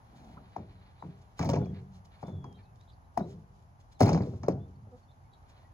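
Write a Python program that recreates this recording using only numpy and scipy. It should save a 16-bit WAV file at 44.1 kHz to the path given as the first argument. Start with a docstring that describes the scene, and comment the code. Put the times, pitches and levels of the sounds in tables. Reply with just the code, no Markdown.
"""Open air hums and dry stalks crunch, then a steel barrow tray rolls on its rim and is knocked and shaken.
Each blow is a pop of a few cycles that drives decaying tray modes and a band-filtered wash of weaker ones.
Short sinking swings make the wobbles, inharmonic partials the clanks, and random grains the rattle and rustle.
Small birds and one hen are gliding harmonic tones; the air is filtered noise, partly alike on both sides."""
import sys
import numpy as np
from scipy import signal
from scipy.fft import rfft, irfft, next_fast_len
from scipy.io import wavfile

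SR = 44100
rng = np.random.default_rng(int(sys.argv[2]) if len(sys.argv) > 2 else 0)


def to_wav(sig):
    """Store sig (one row per channel, or 1-D mono) as 16-bit WAV at the path in sys.argv[1].

    Samples outside -1..1 are clipped; the rate is SR.
    """
    pcm = np.clip(np.atleast_2d(sig), -1, 1) * 32767
    pcm = np.round(pcm).astype(np.int16)
    wavfile.write(sys.argv[1], SR, pcm.T)  # frames by channels


N = 252693
T = np.arange(N) / SR

# blows on the tray: (time [s], knock level before gain [dB], nominal knock pitch [Hz],
# knock length [cycles], shaking of the tray [dB])
BLOWS = [(0.37, -44, 1030, 2.5, -59), (0.375, -47.5, 1330, 5.4, -75), (0.564, -22, 816, 1.27, -47),
         (1.025, -28, 874, 0.91, -52), (1.394, -28.5, 880, 1.7, -32), (1.427, -27, 700, 4.2, -36),
         (1.448, -36, 623, 1.5, -35.5), (1.491, -20, 757, 0.96, -31), (1.506, -20.5, 395, 0.38, -47),
         (1.533, -20, 630, 0.83, -33.5), (1.54, -14, 425, 0.33, -40.5), (1.562, -28, 773, 0.9, -39),
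         (1.613, -38, 494, 2.3, -39.5), (1.667, -38, 614, 0.85, -65), (2.229, -32.5, 818, 1.3, -43.5),
         (2.236, -36, 540, 1.5, -51), (2.282, -34, 527, 0.69, -43.5), (2.442, -38.5, 1020, 3, -47),
         (3.175, -12, 773, 1.2, -39.5), (3.207, -22.5, 676, 0.9, -51), (4.006, -13, 777, 2.36, -28.5),
         (4.0135, -4, 634, 0.42, -36.5), (4.027, -25, 865, 1.2, -29.5), (4.06, -24.5, 393, 1, -30),
         (4.072, -22.5, 844, 2.3, -29.5), (4.092, -16.5, 812, 0.99, -31), (4.118, -26.5, 617, 1.9, -37.5),
         (4.132, -27.5, 358, 0.74, -33.5), (4.147, -18.5, 846, 0.42, -34), (4.175, -23, 823, 0.84, -43),
         (4.205, -26, 517.5, 0.72, -34.5), (4.272, -33, 394, 0.68, -51), (4.336, -38.5, 578, 0.88, -52.5),
         (4.435, -36.5, 1050, 0.73, -41), (4.484, -7, 491, 0.59, -37.5), (4.491, -21.5, 307, 1.4, -41.5),
         (4.871, -47, 570, 0.72, -62.5)]
# braces and bolts striking the tray: (time [s], level before gain [dB], hollow low ring [dB],
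# bright edge [dB], t60 below the extra damping at the top [s])
CLANKS = [(0.564, -55, 5, -6, .03), (1.025, -71, 14, -7, 0.027), (1.392, -36, 1.5, -6, 0.045),
          (1.411, -45.5, 6, -7, 0.085), (1.427, -39, 2.5, -7, 0.045), (1.446, -44, 1, 6.5, .03),
          (1.456, -44.5, -10, -7.5, 0.11), (1.4905, -34.5, 0, -1, 0.031), (1.508, -45.5, 0, -2, 0.053),
          (1.534, -41.5, -0.5, -16, 0.059), (1.555, -45, 1.5, -13, 0.049), (1.562, -51, 10, -12, 0.022),
          (1.657, -61, 6, -5, 0.046), (2.229, -62.5, 8, -4, 0.047), (2.282, -62, 9, 9, 0.03),
          (2.442, -52.5, -2, -8, 0.022), (3.175, -38.5, 2.5, 7.5, 0.024), (4.0055, -33, -4.5, 3.5, 0.079),
          (4.0105, -45, 11.5, -5, 0.024), (4.021, -33, -11, -3, 0.083), (4.029, -31.5, -6.5, 1, 0.048),
          (4.059, -39, 2.5, 3, .05), (4.080, -39.5, 3.5, -8, 0.065), (4.091, -32, -6.5, -3, 0.037),
          (4.118, -49.5, -2, -11, 0.032), (4.130, -35, -8, -10, 0.044), (4.147, -43.5, -2.5, -9, 0.077),
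          (4.175, -48, 4.5, -21, 0.046), (4.433, -46, 3.5, -15.5, 0.026), (4.4835, -38.5, 0, 1, 0.028),
          (4.515, -64, -12, -14, .04)]
# colour of the sheet's countless weaker modes: (frequency [Hz], relative density [dB per Hz])
SHEET_COLOUR = [(45, -31), (75, -1.5), (120, 4), (230, 4.5), (330, -7), (550, -13.5), (800, -3.5),
                (1100, -24), (1500, -25.5), (2000, -47.5)]
# colour of bolts, braces and dirt rattling on steel: (frequency [Hz], relative density [dB per Hz])
CLATTER_COLOUR = [(700, -28.5), (1300, -14), (2200, 1), (2850, -3), (3600, -5), (4400, 5), (5500, 0.5),
                  (6800, -0.5), (8400, -17.5), (10300, -21.5), (12800, -28.5), (15000, -19)]
# colour of dry stalks: (frequency [Hz], relative density [dB per Hz])
STRAW_COLOUR = [(900, -20.5), (3000, 3.5), (4500, 3), (6600, 2), (8400, -9.5), (10500, -13), (15000, -22.5)]
BOOM_TOP_HZ = 280   # divides boom from ring in the tray, and rumble from hush in the air


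def knocks(sag=0.044, sharp=1.056, gain_db=-3.0, rim_db=-13, rim_t60=0.15,
           clack_ratio=2, clack_db=-25, clack_cycles=1.6):
    """Impact transient: the struck spot pops at each blow, with a weaker, higher clack on top."""
    out = np.zeros(N)
    for s, db, hz, cycles, *_ in BLOWS:
        add(out, s, pop(db + gain_db, sharp * hz, cycles, sag))
        add(out, s, pop(db + clack_db, clack_ratio * hz, clack_cycles, sag))
    # the higher pops bounce between the rims for a moment
    quick = signal.sosfilt(signal.butter(2, 500, "high", fs=SR, output="sos"), out + 1e-18)
    return out + from_db(rim_db) * scatter(quick, rim_t60, channels=1)[0]


def wobbles(overtone_db=-15, sag=0.12):
    """Elastic recoil: the buckled sheet springs back in a few slow, lopsided swings of sinking pitch."""
    # (time [s], length [s], middle pitch [Hz], level of the fundamental before radiation [dB])
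    swings = [(0.596, 0.018, 186, -38.5), (1.05, 0.027, 169.4, -36), (1.083, 0.022, 154, -36),
              (1.403, 0.015, 135, -24), (1.452, 0.025, 173.4, -26.5), (1.565, 0.026, 154, -23.5),
              (1.603, 0.014, 131, -23.5), (1.69, 0.017, 155, -33.5), (1.727, 0.014, 172, -32.5),
              (2.274, 0.019, 160, -40), (2.318, 0.18, 137, -41.5), (2.321, 0.075, 94, -34),
              (3.208, 0.021, 192, -28), (3.335, 0.078, 172.6, -48), (4.012, 0.02, 245, -19),
              (4.02, 0.036, 102.8, -10), (4.127, 0.048, 162.7, -20), (4.222, 0.04, 135, -28.5),
              (4.282, .016, 148.3, -29), (4.445, 0.0068, 131, -39), (4.526, 0.018, 145, -36),
              (4.82, 0.068, 107, -43)]
    out = np.zeros(N)
    for s, length, hz, db in swings:
        u = np.linspace(0, 1, max(round(length * SR), 8))
        phase = 2 * np.pi * np.cumsum(hz * (1 + sag * (.5 - u))) / SR
        envelope = 2 * np.sqrt(u * (1 - u))
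        add(out, s, from_db(db) * envelope * (np.sin(phase) + from_db(overtone_db) * np.cos(2 * phase)))
    return out


def chatter(clatter_db, count=3, within_s=0.045, level_db=-2.5, fall_db_per_s=125,
            low_hz=490, high_hz=1106, cycles=1.0, sag=0.016):
    """Repeated contact: the loose tray pops on its frame after each blow, weaker the later it does so."""
    out = np.zeros(N)
    for blow, db, draws in zip(BLOWS, clatter_db, rng.random((len(BLOWS), count, 2))):
        for when, pitch in draws:
            delay = when * within_s
            hz = low_hz * (high_hz / low_hz) ** pitch
            add(out, blow[0] + delay, pop(db + level_db - fall_db_per_s * delay, hz, cycles, sag))
    return out


def tray(boom_db, ring_db, gain_db=-5.5, uneven_db=3.0, detune=.016, stretch=0.024, settle_s=0.048):
    """Modal superposition: each blow drives every mode anew; the stretched sheet starts sharp and settles."""
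    # modes of the tray: (frequency [Hz], relative level [dB], t60 [s])
    tray_modes = [(78.9, -14, 1.5), (93.8, -1, 1.09), (108.1, -3.5, 0.83), (119.6, -12.5, 1.1),
                  (137.2, 0.5, 1.07), (166.9, -3.5, 0.92), (186.3, -1, 0.73), (190.9, -2, 1.06),
                  (250.7, -13, 0.92), (267.2, -2, 0.27), (274, 4, 0.063), (284.7, -12, 0.62),
                  (332, -19, 0.22), (394.3, -4.5, 0.65), (448, -17, 0.7), (477, -12, 0.73),
                  (563, -3.5, 0.26), (641, -8, 0.49), (669, 0, 0.13), (750, -23, 0.18), (800, -6, 0.36),
                  (808, -17, 0.14), (907, -1, 0.12), (1085, -11, 0.18), (1160, -11, 0.078),
                  (1258, -12, 0.15), (1370, -17.5, 0.35)]
    out, t = np.zeros(N), T[:SR * 3 // 4]
    mode_hz, mode_db, _ = np.transpose(tray_modes)
    fades = np.array([swell(t, spread_time(hz), t60) for hz, _, t60 in tray_modes], np.float32)
    phase = (2 * np.pi * (t + stretch * settle_s * (1 - np.exp(-t / settle_s)))).astype(np.float32)
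    draws = rng.standard_normal((len(BLOWS), 3, len(tray_modes)))
    for blow, (strength, sign, tuning), boom, ring in zip(BLOWS, draws, boom_db, ring_db):
        drive_db = np.where(mode_hz < BOOM_TOP_HZ, boom, ring)
        drive_db = drive_db + softness_db(mode_hz, blow[2]) + uneven_db * strength
        tuned_hz = (mode_hz * (1 + detune * tuning)).astype(np.float32)
        waves = np.sin(np.outer(tuned_hz, phase))
        add(out, blow[0], (np.sign(sign) * from_db(mode_db + drive_db + gain_db)) @ (fades * waves))
    return out


def flex(x, bend=0.02557, bend_per_s=14, throb_db=2.5):
    """Parametric modulation: the tray twists on its handles, so pitch wanders and decay is uneven."""
    knots = rng.standard_normal(1024)
    lead_s = bend / bend_per_s * np.interp(T * bend_per_s, np.arange(len(knots)), knots)
    return np.interp(T + lead_s, T, x) * flicker(per_s=35, depth_db=throb_db)


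def sheet(boom_db, ring_db, gain_db=-26):
    """High modal density: crowded weak modes blur into half-octave noise bands, each with its own decay."""
    # how long the weaker modes last: (frequency [Hz], t60 [s])
    sheet_t60 = [(80, 0.88), (200, 0.37), (400, 0.53), (900, 0.2), (2000, 0.45)]
    out, edges, white = 0, 45 * 2 ** np.arange(0, 6, .5), rng.standard_normal((2, N))
    for k, (low, high) in enumerate(zip(edges, edges[1:])):
        hz = np.sqrt(low * high)
        band_filter = signal.butter(2, [low, high], "band", fs=SR, output="sos")
        band = rms_one(signal.sosfilt(band_filter, white[k % 2]))
        drive_db = (boom_db if hz < BOOM_TOP_HZ else ring_db) + softness_db(hz, np.array(BLOWS)[:, 2])
        envelope = after_blows(drive_db, spread_time(hz), at_hz(sheet_t60, hz))
        out = out + band * envelope * np.sqrt(high - low) * from_db(at_hz(SHEET_COLOUR, hz) + gain_db)
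    return out


def roll(centre_s=0.29, half_width_s=0.22, level_db=-52.5):
    """Rolling excitation: the rim turning over on the ground stirs the sheet softly."""
    return from_db(level_db) * bump(centre_s, half_width_s) * noise(SHEET_COLOUR)


def clanks(gain_db=-1, uneven_db=3, top_damping=0.6, partial_count=64):
    """Inharmonic impact: each steel contact sets off its own partials, and the highest die first."""
    # pitches over which the partials spread: (frequency [Hz], relative level [dB])
    clank_colour = [(1100, 14), (1600, 5), (2200, 7.5), (2900, 0), (3600, -7), (4400, 2), (5500, 5),
                    (6600, 1.5), (8200, -15), (10300, -5), (12800, -30.5), (15200, -6)]
    out, t = np.zeros(N), T[:SR // 8].astype(np.float32)
    edges = np.linspace(1100, 15900, partial_count + 1)
    draws = rng.random((len(CLANKS), 3, partial_count))
    for (s, db, hollow_db, bright_db, t60), (place, strength, turn) in zip(CLANKS, draws):
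        hz = edges[:-1] + place * np.diff(edges)
        gains = from_db(at_hz(clank_colour, hz) + uneven_db * (2 * strength - 1))
        low = np.interp(hz, [2500, 3300], [1, 0])
        top = np.interp(hz, [7000, 9000], [0, 1])
        level_db = db + gain_db + low * hollow_db + top * bright_db
        gains = gains / np.linalg.norm(gains) * np.sqrt(2) * from_db(level_db)
        decay = np.log(1000) / t60 * (1 + top_damping * top)
        speed, start, decay = np.float32([2 * np.pi * hz, 2 * np.pi * turn, decay])[:, :, None]
        partials = np.sin(speed * t + start) * np.exp(-decay * t)
        add(out, s, gains @ partials * (1 - np.exp(-t / 0.00024)))   # soft onset
    return out


def clatter(clatter_db, rattle_t60=0.12, rattle_db=-11.0, steel_db=-8, steel_t60=0.11, fittings_db=-5):
    """Granular excitation and resonance: dirt rattles in clumps after blows; fittings ring after clanks."""
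    # modes of the bolts and braces: (frequency [Hz], relative level [dB], t60 [s])
    fitting_modes = [(1712, -29, .25), (2242, -26, .25), (2640, -30, .14), (3080, -32, .12),
                     (3870, -30, .14), (4591, -28, .22), (5335, -26, .2), (6051, -20, .2), (6320, -23, .12),
                     (6407, -19, .14)]
    touches = grains(CLATTER_COLOUR, per_s=450, spread_db=6) * flicker(per_s=110, depth_db=6)
    rattle = touches * after_blows(clatter_db + rattle_db, 0.013, rattle_t60)
    steel = from_db(steel_db) * scatter(rattle, steel_t60, channels=1)[0]
    rings, t = np.zeros(N), T[:SR // 2]
    shapes = np.array([from_db(db) * swell(t, 0.0018, t60) * np.sin(2 * np.pi * hz * t)
                       for hz, db, t60 in fitting_modes])
    draws = rng.standard_normal((len(CLANKS), len(fitting_modes)))
    for (s, db, *_), strengths in zip(CLANKS, draws):
        add(rings, s, from_db(db + fittings_db) * strengths @ shapes)
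    return rattle + steel + rings


def clinks(clatter_db, count=8, within_s=.045, gain_db=-6, fall_db_per_s=216,
           low_hz=997, high_hz=6740, cycles=2.4, uneven_db=4):
    """Discrete impacts: crumbs and bolts hit the steel after each blow, each with its own short ping."""
    out = np.zeros(N)
    for blow, db, draws in zip(BLOWS, clatter_db, rng.random((len(BLOWS), count, 3))):
        for when, pitch, size in draws:
            delay = when * within_s
            hz = low_hz * (high_hz / low_hz) ** pitch
            level_db = db + gain_db + at_hz(CLATTER_COLOUR, hz) + uneven_db * (2 * size - 1)
            add(out, blow[0] + delay, pop(level_db - fall_db_per_s * delay, hz, cycles, 0))
    return out


def straw(soil_under_stalks_db=-6):
    """Granular friction: short swells of random grains make crumbling soil and crackling dry stalks."""
    # colour of crumbling soil: (frequency [Hz], relative density [dB per Hz])
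    soil_colour = [(130, -0.5), (300, 3.5), (900, 1.5), (1400, 1.5), (2200, 2), (3200, -2), (4400, -1.5),
                   (5500, -19.5), (9000, -35)]
    # stalks crushed or snapped under the rim or a boot: (centre [s], half-width to 1/e^2 [s], level [dB])
    crunches = [(0.165, 0.015, -71), (0.245, 0.14, -73.5), (0.247, .006, -74), (0.315, .015, -84),
                (1.222, 0.017, -72), (1.391, 0.021, -61), (1.959, 0.053, -72.5), (2.056, 0.0088, -64.5),
                (2.222, .02, -67), (2.272, 0.01, -65), (2.528, 0.0035, -63), (2.759, 0.0043, -68),
                (2.812, 0.0025, -63.5), (3.3, 0.1, -73), (3.627, .005, -76.5), (3.808, 0.016, -70.5),
                (3.927, 0.013, -66), (4.005, 0.013, -57), (4.292, 0.16, -70.5), (4.975, 0.052, -78.5),
                (5.429, 0.0031, -72.5), (5.5, 0.023, -70.5), (5.61, .07, -83)]
    # soil sliding off the tray or shifting on the ground: (centre [s], half-width to 1/e^2 [s], level [dB])
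    soil_slides = [(0.606, 1, -70), (1.762, 0.059, -63), (2.142, 0.042, -64), (2.202, 0.022, -66),
                   (2.597, 0.027, -65), (5.56, 0.17, -72)]
    stalks = sum(from_db(db) * bump(s, width) for s, width, db in crunches)
    slides = sum(from_db(db) * bump(s, width) for s, width, db in soil_slides)
    soil = slides + from_db(soil_under_stalks_db) * stalks
    clumps = flicker(per_s=45, depth_db=3)
    crumbling = soil * grains(soil_colour, per_s=1500, spread_db=1.0)
    crackling = stalks * grains(STRAW_COLOUR, per_s=4700, spread_db=-2.0)
    return clumps * (crumbling + crackling)


def ports(x):
    """Interaural-style cues: sound from the left front reaches two ports with pitch-dependent level and phase."""
    # (frequency [Hz], left minus right level [dB])
    port_balance = [(60, -0.5), (260, 0.5), (600, 3.5), (830, 10.5), (1000, 0.5), (1200, -5.5), (1600, -1),
                    (3000, -1), (4400, 4.5), (6000, -6), (9000, 1), (15000, 1.5)]
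    # (frequency [Hz], phase by which the left leads [rad])
    port_phase = [(40, 0), (250, 0.29), (650, 0.94), (800, -1.66), (1020, 1.41), (1800, 1.15), (2400, 1.77),
                  (2850, 4), (4500, 4.5), (5700, 4.5), (6500, 0), (7500, -1), (9300, -6.5), (10500, -4),
                  (15200, -11.5)]
    size = next_fast_len(N + 4096)
    hz = np.fft.rfftfreq(size, 1 / SR) + 1
    sides = np.array([[.5], [-.5]])
    gains = from_db(sides * at_hz(port_balance, hz))
    gains = gains / np.sqrt(np.mean(gains ** 2, axis=0))
    turns = np.exp(1j * sides * at_hz(port_phase, hz))
    return irfft(rfft(x, size) * gains * turns, size)[:, :N]


def yard(x, near_db=-9, near_t60=0.13, far_db=-22, far_t60=1.0):
    """Diffuse reflection: returns from the ground nearby and from the buildings and trees."""
    return from_db(near_db) * scatter(x, near_t60) + from_db(far_db) * scatter(x, far_t60)


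def hen(direct_db=-1, scatter_db=-13):
    """Harmonic source with level panning: one soft, low cluck, a little to the right."""
    # (time [s], length [s], start [Hz], middle [Hz], end [Hz], level before path gains [dB])
    clucks = [(4.907, .072, 272, 246, 266, -52)]
    # (multiple of the fundamental, relative level [dB])
    cluck_harmonics = [(1, -4), (2, 0.5), (3, -6), (4, -20.5), (5, -21)]
    out = np.zeros(N)
    for s, length, start_hz, middle_hz, end_hz, db in clucks:
        note = call(length, start_hz, middle_hz, end_hz, cluck_harmonics, waver=0.015)
        add(out, s, from_db(db) * note * np.sqrt(np.hanning(len(note))))
    direct = out * from_db(direct_db + np.array([[-2], [1]]))
    return direct + from_db(scatter_db) * scatter(out, 0.12)


def birds(direct_db=-5.5, scatter_db=-11, scatter_t60=0.18):
    """Frequency-modulated tones: far peeps, pure or raspy, scattered by the trees differently for each side."""
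    # (time [s], length [s], start [Hz], middle [Hz], end [Hz], level before path gains [dB], rasp [0-1])
    peeps = [(0.753, 0.07, 4100, 3980, 3640, -76.5, .7), (0.988, 0.041, 3620, 4030, 3350, -62.5, 0.5),
             (1.589, 0.12, 3620, 3400, 3290, -67.5, 0.3), (2.237, 0.35, 3560, 3366, 3150, -66.5, 0.1),
             (2.338, 0.035, 3500, 3620, 3830, -74, .2), (2.542, 0.032, 3680, 3960, 3500, -63, 0.5),
             (2.578, .028, 2470, 2410, 2110, -61, 1), (2.583, .03, 1870, 1820, 1700, -64.5, 1),
             (2.621, 0.05, 4580, 4250, 3430, -69.5, 0.7), (2.627, 0.094, 2480, 2600, 2500, -76, 0.3),
             (2.791, 0.048, 3720, 3860, 4160, -66, 0.5), (2.872, 0.037, 3430, 3830, 3200, -59.5, 0.84),
             (2.88, 0.043, 4150, 4040, 3540, -65.5, 0.5), (2.918, 0.03, 4920, 4700, 4200, -64.5, .7),
             (3.033, 0.033, 3920, 3950, 3700, -76, .5), (3.197, 0.056, 3950, 3870, 4180, -62.5, 0.3),
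             (3.526, 0.034, 5330, 5070, 5000, -78, 0), (3.79, 0.075, 4000, 3450, 2370, -84, .4),
             (3.942, 0.04, 4350, 4070, 3460, -67.5, .1), (4.584, 0.084, 3480, 3490, 3620, -73, 0.2),
             (4.742, 0.032, 4320, 4510, 4460, -75, 0.2), (5.023, 0.03, 4670, 4450, 4440, -74, 0.26),
             (5.082, 0.037, 3550, 3670, 3250, -64, 0.15), (5.106, 0.027, 4360, 4045, 3600, -67.5, 0.6),
             (5.24, .035, 2180, 2250, 2000, -71, 0.73), (5.314, 0.042, 3950, 3930, 3650, -65, 1),
             (5.64, 0.035, 1960, 1940, 1980, -64.5, 0.2)]
    # (multiple of the fundamental, relative level [dB])
    peep_harmonics = [(1, 0), (2, -22)]
    out = np.zeros(N)
    for s, length, start_hz, middle_hz, end_hz, db, rasp in peeps:
        peep = call(length, start_hz, middle_hz, end_hz, peep_harmonics, waver=0.005, rasp=rasp, scoop=0.066)
        add(out, s, from_db(db) * peep)
    return from_db(direct_db) * out + from_db(scatter_db) * scatter(out, scatter_t60)


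def call(length, start_hz, middle_hz, end_hz, harmonics, waver, rasp=0, scoop=0,
         scoop_s=0.0088, rasp_per_s=460, rasp_swing=0.088, rasp_depth_db=5):
    """Phase integration: a note glides along an unsteady arc; scoop starts it flat, rasp makes it flutter."""
    u = np.linspace(0, 1, max(round(length * SR), 8))
    arc = np.polyfit([0, .5, 1], [start_hz, middle_hz, end_hz], 2)
    hz = np.polyval(arc, u) * (1 - scoop * np.exp(-u * length / scoop_s))
    knots = rng.standard_normal((2, 256))
    unsteady, slip = (np.interp(u * length * 300, np.arange(256), row) for row in knots)
    flutter = rasp * rasp_swing * np.sin(2 * np.pi * rasp_per_s * length * u + 2 * slip)
    phase = 2 * np.pi * np.cumsum(hz * (1 + waver * unsteady + flutter)) / SR
    # rises and falls within 30 ms at most
    loudness = 1.2 * np.sqrt(np.minimum(1, np.minimum(u, 1 - u) * length / .03))
    loudness = loudness * from_db(rasp * rasp_depth_db * slip)
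    return loudness * sum(from_db(db) * np.sin(k * phase) for k, db in harmonics)


def grass(level_db=-83):
    """Sparse random impulses: dry grass stirs faintly all the time, in uneven patches of ticks."""
    ticks = grains(STRAW_COLOUR, per_s=500, spread_db=5)
    return from_db(level_db) * ticks * flicker(per_s=22, depth_db=6)


def air(rumble_db=-57):
    """Partial coherence: far rumble, mostly alike on both sides, under a diffuse hush of trees."""
    # colour of open air: (frequency [Hz], relative density [dB per Hz])
    air_colour = [(20, -26), (45, -2), (70, -0.5), (120, -1), (190, -15), (300, -20), (480, -24),
                  (800, -13), (1050, -18.5), (1500, -25.5), (2600, -38), (4000, -42.5), (6800, -42.5),
                  (8400, -64), (10500, -40.5), (16000, -65.5)]
    # (frequency [Hz], left-right correlation [-1 to 1])
    air_likeness = [(60, 0.98), (130, 0.8), (290, 0.76), (640, 0.29), (1400, -0.64), (3100, 0.18),
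                    (15000, 0.079)]
    # (time [s], level of the hush [dB])
    hush_levels = [(0, -62), (.3, -62.5), (.6, -65), (2.2, -64), (3.7, -66), (5.1, -65.5), (5.45, -64)]
    hz = np.fft.rfftfreq(N, 1 / SR) + 1
    alike = np.clip(at_hz(air_likeness, hz), -1, 1)
    mid, side = rfft(rng.standard_normal((2, N))) * from_db(at_hz(air_colour, hz))
    both = np.sqrt(1 + alike) * mid + np.sqrt(1 - alike) * side * [[1], [-1]]
    low = hz < BOOM_TOP_HZ
    rumble = rms_one(irfft(both * low, N)) * from_db(rumble_db)
    hush = rms_one(irfft(both * ~low, N)) * from_db(np.interp(T, *np.transpose(hush_levels)))
    return rumble + hush


def pop(db, hz, cycles, sag):
    """Dispersion: a few cycles, falling in pitch when sag > 0 as the fast bending waves arrive first."""
    t = T[:SR // 10]
    age = t * hz / cycles
    return from_db(db) * age * np.exp(1 - age) * np.sin(2 * np.pi * np.cumsum(hz / (1 + sag * age)) / SR)


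def swell(t, rise_s, t60):
    """Build-up and exponential decay: vibration spreads over the steel, then dies away."""
    return (1 - np.exp(-t / rise_s)) ** 2 * from_db(-60 * t / t60)


def spread_time(hz, at_100_hz_s=0.0014):
    """Dispersion: bending waves are slower at low pitch, so the boom builds later than the ring."""
    return at_100_hz_s * np.sqrt(100 / hz)


def softness_db(hz, knock_hz, reach=1.39, softest_hz=400):
    """Contact time: a dull, slow contact cannot drive the modes far above its own pitch."""
    return -10 * np.log10(1 + (hz / (reach * np.maximum(knock_hz, softest_hz))) ** 4)


def after_blows(levels_db, rise_s, t60):
    """Incoherent addition: the envelope left by all the blows is the root of their summed powers."""
    power, shape = np.zeros(N), swell(T[:SR], rise_s, t60) ** 2
    for blow, db in zip(BLOWS, levels_db):
        add(power, blow[0], from_db(db) ** 2 * shape)
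    return np.sqrt(power)


def scatter(x, t60, channels=2):
    """Diffuse response: convolve with decaying noise of unit energy, drawn anew for each channel."""
    t = T[:SR // 2]
    cloud = rng.standard_normal((channels, len(t))) * from_db(-60 * t / t60)
    cloud /= np.linalg.norm(cloud, axis=1, keepdims=True)
    return signal.fftconvolve(x[None], cloud, axes=1)[:, :N]


def grains(spectrum, per_s, spread_db):
    """Filtered shot noise: tiny contacts of uneven size at random moments, with a given colour; rms 1."""
    size = next_fast_len(N)
    born = rng.random(size) < per_s / SR
    sizes = from_db(spread_db * np.minimum(rng.exponential(1, size), 3)) * rng.choice([-1, 1], size)
    hz = np.fft.rfftfreq(size, 1 / SR) + 1
    return rms_one(irfft(rfft(born * sizes) * from_db(at_hz(spectrum, hz)), size)[:N])


def noise(spectrum):
    """Spectral shaping: steady noise of a given colour, rms 1."""
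    size = next_fast_len(N)
    hz = np.fft.rfftfreq(size, 1 / SR) + 1
    return rms_one(irfft(rfft(rng.standard_normal(size)) * from_db(at_hz(spectrum, hz)), size)[:N])


def flicker(per_s, depth_db):
    """Random amplitude modulation: a gain of mean power 1 with per_s random turning points a second."""
    knots = rng.standard_normal(16384)
    return rms_one(from_db(depth_db * np.interp(T * per_s, np.arange(len(knots)), knots)))


def bump(s, half_width_s):
    """Gaussian envelope: a smooth swell centred on time s, down to 1/e^2 at the half-width."""
    return np.exp(-2 * ((T - s) / half_width_s) ** 2)


def from_db(db):
    """Logarithmic level: decibels to amplitude gain."""
    return 10 ** (np.asarray(db) / 20)


def rms_one(x):
    """Power normalisation: scale to unit mean power."""
    return x / np.sqrt(np.mean(x ** 2) + 1e-20)


def at_hz(points, hz):
    """Logarithmic pitch: read a table on a log-frequency axis."""
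    return np.interp(np.log(hz), np.log(np.array(points)[:, 0]), np.array(points)[:, 1])


def add(track, s, sound):
    """Linear superposition: mix a sound into a track from time s on."""
    start = max(round(s * SR), 0)
    track[start:start + len(sound)] += sound[:N - start]


def scene():
    """Common excitation: how hard a blow shakes the tray sets boom, ring and clatter; the yard surrounds it."""
    _, knock_db, _, _, boom_db = np.transpose(BLOWS)
    # the higher modes are driven partly by the knock, partly by the shaking
    ring_db = -1 + boom_db + 0.26 * (knock_db - boom_db)
    # loose parts hardly stir at a light blow: 1.78 dB of clatter per dB of shaking
    clatter_db = -39 + 1.78 * (boom_db + 33.5)
    pops = knocks() + wobbles() + chatter(clatter_db)
    # the tray is too small to push much air at low pitch
    radiation = signal.butter(3, 108.5, "high", fs=SR, output="sos")
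    pops = signal.sosfilt(radiation, pops + 1e-18)
    body = pops + flex(tray(boom_db, ring_db)) + sheet(boom_db, ring_db) + roll()
    bright = clanks() + clatter(clatter_db) + clinks(clatter_db) + straw()
    barrow = ports(body + bright) + yard(bright)
    return barrow + yard(grass(), near_db=-2.5) + birds() + hen() + air()


def record(dry):
    """Band limitation: the deepest rumble and the top are cut."""
    lean = signal.sosfilt(signal.butter(2, 30, "high", fs=SR, output="sos"), dry)
    return signal.sosfilt(signal.ellip(10, .1, 80, 15900, fs=SR, output="sos"), lean)


dry = scene()
out = record(dry)
to_wav(out)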